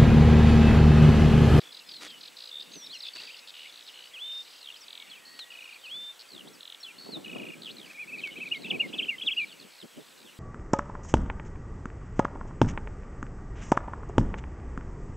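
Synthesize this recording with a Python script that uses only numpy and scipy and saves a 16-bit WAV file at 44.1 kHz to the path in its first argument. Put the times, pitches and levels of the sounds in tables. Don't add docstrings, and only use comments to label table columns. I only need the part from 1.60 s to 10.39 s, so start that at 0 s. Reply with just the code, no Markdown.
import sys
import numpy as np
from scipy import signal
from scipy.fft import rfft, irfft, next_fast_len
from scipy.io import wavfile
from scipy.ndimage import uniform_filter1d, map_coordinates

SR = 44100
rng = np.random.default_rng(int(sys.argv[2]) if len(sys.argv) > 2 else 0)


def dump_mix(stems):
    frames = np.atleast_2d(stems).T
    limited = np.clip(frames, -1, 1)
    pcm = np.round(limited * 32767).astype(np.int16)
    wavfile.write(sys.argv[1], SR, pcm)


N = 387638

# [t/s, level/dB]
CHORUS_LEVELS = [(0.0, -52.5), (1.25, -52), (1.39, -49), (3.82, -54), (4.28, -52), (4.87, -56.5),
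                 (7.69, -52.5), (8.17, -55), (8.79, -54.5)]


def amp(db):
    return 10 ** (np.asarray(db) / 20)


def unit(x):
    return x / np.sqrt(np.mean(x ** 2) + 1e-20)


def curves(rows):
    times, *columns = np.transpose(rows)
    return [np.interp(np.arange(N) / SR, times, column) for column in columns]


def arch(values, count):
    first, middle, last = values
    u = np.linspace(-1, 1, count)
    return middle + u * (last - first) / 2 + u * u * ((first + last) / 2 - middle)


def around(before_s, after_s):
    return np.arange(-max(round(before_s * SR), 2), max(round(after_s * SR), 2)) / SR


def bell(t, width):
    return np.exp(-(t / width) ** 2)


def wobble(rate, count=N):
    knots = rng.standard_normal(int(count * rate / SR) + 4)
    return map_coordinates(knots, [np.arange(count) * rate / SR])


def add(track, s, wave):
    start = max(round(s * SR), 0)
    room = track[start:start + len(wave)]
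    room += wave[:len(room)]


def tone(hz):
    return np.sin(2 * np.pi * np.cumsum(hz) / SR)


def filtered(x, response):
    padded = next_fast_len(N + SR // 2)
    spectrum = rfft(x, padded) * response(np.fft.rfftfreq(padded, 1 / SR))
    return irfft(spectrum, padded)[..., :N]


def coloured(x, spectrum):
    f, db = np.transpose(spectrum)
    return unit(filtered(x, lambda hz: amp(np.interp(np.log(hz + 1), np.log(f), db))))


def syrinx(hz, gain, fade_s, waver, flutter_db):
    count = len(hz)
    soft = signal.windows.tukey(count, min(2 * fade_s * SR / count, 1))
    phase = 2 * np.pi * np.cumsum(hz * (1 + waver * wobble(355, count))) / SR
    whistle = np.sin(phase) + amp(-58) * np.sin(2 * phase)
    return gain * soft * amp(flutter_db * wobble(212, count)) * whistle


def warbler_voice(hz, gain):
    return syrinx(hz, gain, fade_s=.002, waver=.012, flutter_db=.9)


def arches(rest_hz):
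    track = np.zeros(N)
    # [t of top/s, half length/s, top f/Hz, level/dB]
    arch_notes = [(6.309, .018, 2560, -45), (6.361, 0.027, 2440, -45.5), (6.411, 0.037, 2490, -34.5),
                  (6.495, 0.023, 2630, -41), (6.542, 0.026, 2640, -34.5), (6.592, 0.02, 2540, -36.5),
                  (6.774, 0.019, 2580, -38), (6.823, 0.023, 2650, -32.5), (6.869, 0.019, 2540, -35),
                  (7.055, 0.017, 2740, -35.5), (7.147, .024, 2570, -33.5), (7.343, .016, 3400, -32.5),
                  (7.434, 0.018, 3220, -29), (7.625, 0.016, 3394, -31.5), (7.722, 0.02, 3320, -27)]
    for s, half, top, db in arch_notes:
        t = around(half, half)
        pitch = rest_hz + (top - rest_hz) * bell(t, 0.8 * half)
        add(track, s - half, warbler_voice(pitch, amp(db) * bell(t, 0.93 * half)))
    return track


def hooks(rest_hz, drop_s=0.005, step_hz=150, sag_s=0.0105, tail_fade_db_per_s=178):
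    track = np.zeros(N)
    # [t of peak/s, rise/s, tail/s, top f/Hz, end f/Hz, peak level/dB, tail level/dB]
    hook_notes = [(6.641, 0.0083, 0.066, 2730, 2170, -25.5, -31),
                  (6.924, 0.015, 0.057, 2864, 2105, -21.5, -30.5),
                  (7.21, 0.019, 0.056, 2860, 2090, -19.5, -29.5),
                  (7.496, 0.017, .061, 2833, 2047, -21, -30), (7.785, 0.026, .064, 2900, 2320, -22, -23)]
    for s, rise, tail, top, end, peak_db, tail_db in hook_notes:
        t = around(rise, tail)
        after = np.maximum(t, 0)
        dropped = (1 + np.tanh((t - drop_s) / 0.0017)) / 2
        sunk = 1 - 1 / np.sqrt(1 + (after / sag_s) ** 2)
        climb = (top - rest_hz) * bell(t - after, rise)
        sag = (top - step_hz - end) * sunk / sunk[-1]
        peak_gain = (1 - dropped) * amp(peak_db) * bell(t, 0.56 * rise)
        tail_gain = dropped * amp(tail_db - tail_fade_db_per_s * after)
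        add(track, s - rise, warbler_voice(rest_hz + climb - step_hz * dropped - sag, peak_gain + tail_gain))
    return track


def downstrokes(swing_hz=940, lead_in_s=0.047, soft_db=-43):
    track = np.zeros(N)
    # [t of loudest/s, half length/s, f/Hz, level/dB, lead-in f/Hz]
    stroke_notes = [(7.112, .011, 2965, -22, 2650), (7.396, 0.015, 3005, -22, 2610),
                    (7.682, .02, 3030, -20, 3330)]
    for s, half, hz, db, lead_hz in stroke_notes:
        t = around(half + lead_in_s, 1.33 * half)
        falling = t > -half
        pitch = np.where(falling, hz - swing_hz * np.tanh(t / (0.926 * half)), lead_hz)
        gain = np.where(falling, amp(db) * bell(t, 0.61 * half), 0) + amp(soft_db)
        add(track, s - half - lead_in_s, warbler_voice(pitch, gain))
    return track


def warbler():
    rest_hz = 2090
    return arches(rest_hz) + hooks(rest_hz) + downstrokes()


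def whistler(dip_hz=2490, dip_db=-7.5, lead_s=0.044, swell_s=0.038, fade_db_per_s=12):
    track = np.zeros(N)
    # [t of dip/s, hold/s, held f/Hz, dip width/s, level/dB]
    whistles = [(2.576, 0.25, 3655, 0.021, -34.5), (4.276, 0.247, 3612, .03, -35.5)]
    for s, hold, hz, width, db in whistles:
        t = around(lead_s, hold)
        pitch = hz - (hz - dip_hz) / (1 + (t / width) ** 2)
        softness = (1 - np.tanh((t - swell_s) / 0.003)) / 2
        level = db + dip_db * softness - fade_db_per_s * (t - swell_s)
        add(track, s - lead_s, syrinx(pitch, amp(level), fade_s=.012, waver=0.0015, flutter_db=0.55))
    return track


def slur(length, first_hz, last_hz, db, waver=0.0096, bow=.1, edge_db=-6):
    count = max(round(length * SR), 8)
    middle_hz = (first_hz + last_hz) / 2 - bow * abs(last_hz - first_hz)
    pitch = arch((first_hz, middle_hz, last_hz), count)
    level = db + arch((edge_db, 0, edge_db), count)
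    return syrinx(pitch, amp(level), fade_s=0.0024, waver=waver, flutter_db=2.4)


def slurs():
    track = np.zeros(N)
    # [t/s, length/s, first f/Hz, last f/Hz, level/dB]
    glides = [(0.266, 0.17, 5200, 3690, -47), (.449, 0.14, 3530, 2880, -47.5),
              (1.124, 0.16, 6550, 5280, -47), (1.217, .048, 3330, 4000, -44.5),
              (1.262, 0.014, 4800, 3470, -38.5), (1.292, 0.053, 3670, 4960, -42),
              (1.322, .047, 3600, 2600, -40.5), (1.339, .032, 5640, 5700, -49),
              (1.342, .04, 4270, 4170, -44), (1.386, 0.015, 5300, 5360, -43),
              (1.403, 0.0092, 5120, 3440, -36.5), (1.42, 0.027, 5340, 3400, -37.5),
              (1.455, 0.041, 2520, 2700, -48), (1.555, 0.033, 3084, 2510, -51),
              (1.581, 0.032, 2500, 3100, -44), (1.668, 0.023, 3000, 2250, -45),
              (1.694, .022, 2280, 3040, -41), (1.741, .009, 3500, 2450, -42),
              (2.042, 0.033, 1970, 2500, -49.5), (2.086, 0.023, 3600, 3410, -44.5),
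              (2.274, 0.031, 4420, 2700, -42), (3.149, 0.031, 3710, 5740, -49),
              (3.207, 0.042, 6180, 4440, -48), (3.292, 0.29, 2294, 2284, -59),
              (3.4, 0.038, 2250, 2230, -52.5), (3.599, 0.37, 1870, 1930, -57),
              (4.13, .017, 3510, 5170, -51), (4.253, 0.0148, 3700, 5100, -49),
              (4.357, 0.014, 4100, 4900, -50), (4.871, 0.02, 3050, 4700, -48),
              (4.932, 0.037, 5830, 4370, -54), (5.201, 0.026, 5700, 5400, -50),
              (7.921, .01, 4560, 4260, -46)]
    for s, *note in glides:
        add(track, s, slur(*note))
    return track


def trill(start, end, chips, pitch, level, sweep_hz, length, rasp, ends_db=-1.5):
    rasp_hz, scatter_db = 850, 0.5
    depth, grit = 1.0, 1.1
    track = np.zeros(N)
    chips, count = max(int(round(chips)), 1), int(length * SR)
    u = np.linspace(-.5, .5, count)
    times, pitches = np.linspace(start, end, chips), np.linspace(*pitch, chips)
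    levels = np.linspace(*level, chips) + arch((ends_db, 0, ends_db), chips)
    for s, hz, db, luck in zip(times, pitches, levels, rng.standard_normal((chips, 4))):
        glide = hz * (1 + 0.01 * luck[0]) + sweep_hz * u - 700 * (u * u - np.mean(u * u))
        flutter_turns = rasp_hz * (1 + 0.095 * luck[1]) * u * length + luck[2]
        flutter = 2 * np.pi * flutter_turns + wobble(404, count)
        roughness = rasp * (depth * np.sin(flutter) + grit * wobble(1407, count))
        phase = 2 * np.pi * np.cumsum(glide) / SR + roughness
        swell = np.hanning(count) * (1 + .5 * rasp * np.cos(flutter))
        add(track, s - length / 2, amp(db + scatter_db * luck[3]) * swell * np.sin(phase))
    return track


def chatter(trim_db=-1.8, beak_hz=5500):
    # [first t/s, last t/s, chips, f/Hz, level/dB]
    rasps = [(.005, 0.018, 2.15, 3800, -38.5), (0.127, .196, 4.2, 3850, -38),
             (0.293, 0.367, 4.5, 3800, -37), (.48, .507, 2.1, 3750, -40), (0.614, 0.681, 3.9, 3900, -38.5),
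             (0.772, 0.894, 8.5, 3950, -36.5), (1.008, 1.027, 2, 3800, -36),
             (1.121, 1.158, 3.2, 3800, -39.5), (1.452, 1.485, 3, 3710, -36), (1.563, 1.694, 8, 3800, -40.5),
             (1.772, 1.793, 1.9, 4150, -41), (1.876, 1.906, 4.3, 3600, -36.5), (1.954, 2.1, 8, 3596, -46.5),
             (2.268, 2.289, 3, 3900, -40.5), (2.725, 2.835, 5.2, 5100, -47.5), (2.827, 3.01, 8, 3900, -48),
             (2.89, 3.014, 5.7, 4800, -48.5), (4.595, 4.62, 4.2, 4200, -39),
             (8.108, 8.183, 5.7, 4200, -49.5), (8.412, 8.525, 7.2, 3400, -51.5),
             (8.579, 8.631, 5.3, 3800, -48.5)]
    # [first t/s, last t/s, chips, middle f/Hz, level/dB]
    ticks = [(2.126, 2.227, 7, 3790, -40), (3.284, 3.425, 7, 3530, -34.5), (5.009, 5.148, 7, 3530, -34.5),
             (6.022, 6.048, 3, 3850, -35.5), (6.586, 6.604, 3, 4080, -41), (6.861, 6.903, 4, 3890, -42.5)]
    # [first t/s, last t/s, chips, f/Hz, level/dB, rasp 0-1]
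    pips = [(.038, 0.111, 5, 3400, -41.5, 0), (.917, 1.013, 8, 3550, -31.5, 0.06),
            (1.457, 1.487, 3, 3490, -30, 0.38), (1.942, 2.073, 11, 2900, -40, 0.52),
            (2.343, 2.475, 9, 2934, -40, 0.42), (2.643, 2.718, 5, 3010, -40, 0.24),
            (6.618, 6.663, 5, 3040, -38, 0.23), (6.711, 6.741, 4, 2930, -38, 0.26),
            (6.778, 6.807, 4, 3080, -42, 0.2), (7.459, 7.473, 2, 3000, -31.5, 0),
            (7.586, 7.601, 2, 3050, -32, 0)]
    # [first t/s, last t/s, chips, first f/Hz, last f/Hz, first level/dB, last level/dB]
    twitters = [(1.538, 1.769, 15, 4550, 4680, -33.5, -46.5), (3.017, 3.104, 7, 4250, 2800, -41, -31.5),
                (3.125, 3.163, 3, 3500, 3000, -37.5, -39), (4.691, 4.81, 9, 4720, 2830, -42.5, -36),
                (6.06, 6.085, 4, 3360, 2680, -31, -34), (6.093, 6.116, 4, 2920, 4180, -32.5, -37.5),
                (6.17, 6.279, 8, 4200, 2340, -38.5, -40.5), (6.949, 6.972, 3, 3100, 4430, -28.5, -42),
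                (7.022, 7.086, 6, 4180, 2820, -38.5, -35), (7.751, 7.835, 6, 4900, 3770, -48.5, -40.5),
                (7.874, 7.929, 6, 4060, 2840, -48, -39.5), (8.001, 8.042, 4, 4350, 3220, -40, -47.5),
                (8.191, 8.229, 4, 4360, 3120, -43.5, -38.5), (8.655, 8.697, 5, 3580, 2780, -47, -42.5)]
    track = np.zeros(N)
    for s, end, chips, hz, db in rasps:
        length = .9 * (end - s) / (chips - 1)
        track += trill(s, end, chips, (hz, hz), (db, db), sweep_hz=-1170, length=length, rasp=0.72)
    for s, end, chips, hz, db in ticks:
        pitch = (1.05 * hz, 0.95 * hz)
        track += trill(s, end, chips, pitch, (db, db), sweep_hz=-2300, length=.0078, rasp=0.049)
    for s, end, chips, hz, db, rasp in pips:
        track += trill(s, end, chips, (hz, hz), (db, db), sweep_hz=-300, length=.012, rasp=rasp)
    for s, end, chips, first_hz, last_hz, first_db, last_db in twitters:
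        pitch, level = (first_hz, last_hz), (first_db, last_db)
        track += trill(s, end, chips, pitch, level, sweep_hz=-550, length=.0098, rasp=0.14)
    return filtered(amp(trim_db) * track, lambda hz: 1 / np.sqrt(1 + (hz / beak_hz) ** 20))


def songster(low_note_lag_s=.016):
    track = np.zeros(N)
    # [t/s, t of seesaw/s, t of its last high note/s, pairs in it, level/dB]
    phrases = [(3.504, 3.907, 4.147, 8, -41), (5.235, 5.649, 5.923, 9, -37.5)]
    for s, first, last, pairs, db in phrases:
        flick = slur(0.0165, 4630, 3890, db - 3.5)
        add(track, s - .007, flick)
        steps = trill(s + .015, s + .074, 4, (3320, 2350), (db + 1, db - 5),
                      sweep_hz=-200, length=.027, rasp=0.057)
        buzz = trill(s + .153, s + .287, 12, (4280, 4500), (db - 4.5, db - 10.5),
                     sweep_hz=710, length=.015, rasp=.14, ends_db=0.0)
        fall = slur(0.059, 4450, 3460, db)
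        add(track, s + .283, fall)
        high = trill(first, last, pairs, (2880, 2720), (db, db - 4.0),
                     sweep_hz=0, length=.014, rasp=0.22, ends_db=0.8)
        low = trill(first + low_note_lag_s, last + low_note_lag_s, pairs, (2500, 2400), (db, db),
                    sweep_hz=-460, length=.02, rasp=0.17)
        track += steps + buzz + high + low
    return track


def distant_calls(count=150):
    track = np.zeros(N)
    times, levels = np.transpose(CHORUS_LEVELS)
    for when, pitch, slope, span, faintness, hoarse in rng.random((count, 6)):
        s, hz = when * N / SR, 2300 + 2500 * pitch
        last_hz = hz + 700 * (slope - .7)
        db = np.interp(s, times, levels) - 4.5 - 8 * faintness
        add(track, s, slur(0.0144 + 0.0407 * span, hz, last_hz, db, waver=0.0806 * hoarse))
    return track


def far_chorus(patchy_db=4):
    # [f/Hz, level/dB]
    bird_colour = [(1200, -51), (2000, -4.5), (2900, 1.5), (4200, -3), (5200, -8.5), (6500, -11),
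                   (10000, -56)]
    cells = signal.stft(rng.standard_normal(N), nperseg=512)[2]
    patches = uniform_filter1d(rng.standard_normal(cells.shape), size=4, axis=0)
    patches = uniform_filter1d(patches, size=7, axis=1)
    twitter = signal.istft(cells * amp(patchy_db * unit(patches)), nperseg=512)[1][:N]
    return amp(curves(CHORUS_LEVELS)[0] - 5.0) * coloured(twitter, bird_colour)


def marsh(x, early_t60=0.079, late_t60=0.93, late_db=-6):
    t = np.arange(SR // 2) / SR

    def scatter(t60):
        return unit(rng.standard_normal(len(t)) * amp(-60 * t / t60) * (1 - np.exp(-t / 0.0026)))

    tail = (scatter(early_t60) + amp(late_db) * scatter(late_t60)) / np.sqrt(len(t))
    return signal.fftconvolve(x, tail)[:N]


def wind(calm_db=-77.5, flutter_db=2):
    # [t of strongest/s, half width/s, level/dB before flutter]
    puffs = [(.07, .06, -65), (.48, 0.18, -62), (1.13, 0.1, -58.5), (1.165, 0.0092, -48),
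             (1.29, 0.019, -55), (1.63, 0.048, -64), (3.65, 0.28, -68.5), (4.38, 0.047, -60.5),
             (4.76, 0.023, -50.5), (4.88, 0.066, -52), (5.46, 0.095, -54.5), (5.57, .035, -44.5),
             (5.77, 0.1, -43.5), (6.05, 0.16, -51), (6.57, 0.095, -51), (6.79, 0.084, -48),
             (7.1, 0.089, -42), (7.29, 0.16, -45.5), (7.655, 0.015, -46.5), (7.82, 0.092, -56),
             (8.031, 0.035, -54), (8.248, 0.011, -46), (8.389, 0.028, -50), (8.6, 0.093, -57)]
    # [t/s, level/dB before an 8 dB cut]
    thumps = [(4.869, -40), (5.464, -32), (5.49, -30), (5.569, -29.5), (5.758, -25.5), (5.842, -32),
              (7.339, -30.5)]
    # [f/Hz, level/dB]
    buffet_colour = [(25, -30), (80, -32), (120, -11), (170, -2.5), (250, 0), (400, -3.5), (600, -11.5),
                     (1000, -30.5), (2000, -48), (4000, -80)]
    eddy_colour = [(80, -42), (130, -20), (210, 4), (400, 3), (800, -2.5), (1300, -14), (1700, -38),
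                   (5000, -67)]
    clock = np.arange(N) / SR
    puff_power = sum(amp(db) ** 2 * bell(clock - s, width) for s, width, db in puffs)
    power = amp(calm_db) ** 2 + puff_power
    level_db = 10 * np.log10(power) + flutter_db * wobble(28)
    lumps = amp(2 * np.array([wobble(60), wobble(60)]))
    buffeting = unit(lumps * coloured(rng.standard_normal((2, N)), buffet_colour))
    rumble = amp(level_db + 0.03) * buffeting
    eddies = amp(-62.5 + 1.39 * (level_db + 51.5))
    t = np.arange(SR // 10) / SR
    for s, db in thumps:
        add(eddies, s, amp(db - 8.0 - 60 * t / 0.064) * (1 - np.exp(-t / 0.0005)))
    eddy_noise = coloured(eddies * rng.standard_normal((2, N)), eddy_colour)
    return rumble + np.sqrt(np.mean(eddies ** 2)) * eddy_noise


def reeds():
    # [start t/s, end t/s, level/dB]
    rustles = [(0.0, 0.1, -54), (0.397, 0.487, -44), (1.55, 1.577, -47), (1.588, 1.669, -51),
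               (2.324, 2.42, -64), (6.232, 6.36, -56.5)]
    # [t/s, level/dB before a 2.5 dB cut]
    snaps = [(3.474, -49), (3.7915, -30.5), (3.795, -45), (6.673, -32.5)]
    # [f/Hz, level/dB]
    leaf_colour = [(100, -16), (300, 4.5), (900, -2), (1900, 4.5), (4000, 0.5), (7500, -6.5), (12000, -19),
                   (16000, -32)]
    stem_colour = [(200, -19), (900, -10), (2000, 2), (3800, 1.5), (6000, -11), (12000, -25)]
    brush, snap = np.zeros(N), np.zeros(N)
    t = np.arange(SR // 20) / SR
    for start, end, db in rustles:
        add(brush, start, amp(db) * signal.windows.tukey(max(int((end - start) * SR), 2), .5))
    for s, db in snaps:
        add(snap, s, amp(db - 2.5 - 60 * t / 0.022) * (1 - np.exp(-t / 0.00012)))
    crackle = rng.standard_normal(N) * amp(2.8 * wobble(500))
    return brush * coloured(crackle, leaf_colour) + snap * coloured(rng.standard_normal(N), stem_colour)


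def far_tones():
    # [t/s, f/Hz, level/dB]
    drone_path = [(3.9, 1363, -70), (4.8, 1365, -73), (5.5, 1345, -66.5), (6.0, 1292, -65.5),
                  (6.6, 1205, -80)]
    # [t/s, level/dB]
    hum_levels = [(0, -70.5), (1.5, -72), (3.1, -71.5), (3.4, -85), (4.1, -66.5), (5, -80), (8.79, -70)]
    drone_hz, drone_db = curves(drone_path)
    t = np.arange(N) / SR
    sounding = (t > drone_path[0][0]) * (t < drone_path[-1][0])
    drone = amp(drone_db + 0.91 * wobble(12)) * tone(drone_hz + 6 * wobble(30)) * sounding
    hum = amp(curves(hum_levels)[0] + 2.6 * wobble(7)) * tone(505 + 30 * wobble(80))
    return drone + hum


def background():
    # [f/Hz, level/dB]
    air_colour = [(18, -56), (30, -22), (177, -15.5), (315, -6.5), (410, -5.5), (505, -2.5), (728, -2.5),
                  (1720, -1), (3400, -8.5), (5890, -8.5), (7460, -7), (8060, -7), (8720, -8.5),
                  (15500, -14.5)]
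    port_colour = [(40, -18), (200, -5), (500, 0), (1200, -7.5), (3000, -16.5), (6000, -56.0)]
    air = amp(-57.5) * coloured(rng.standard_normal(N), air_colour)
    ports = amp(-65.0) * coloured(rng.standard_normal(N), port_colour)
    whine = amp(-67 + wobble(23)) * tone(7812 + 12 * wobble(70))
    opposite = np.array([[1], [-1]])
    return air + far_tones() + whine + ports * opposite


def scene():
    near = warbler() + whistler()
    far = slurs() + chatter() + songster()
    stray = distant_calls()
    echo = marsh(amp(-17) * near + amp(-11) * far + amp(-5) * stray)
    return near + far + stray + echo + far_chorus() + wind() + reeds() + background()


def record(dry, top_hz=15740):
    return filtered(dry, lambda hz: hz < top_hz)


dry = scene()
out = record(dry)
dump_mix(out)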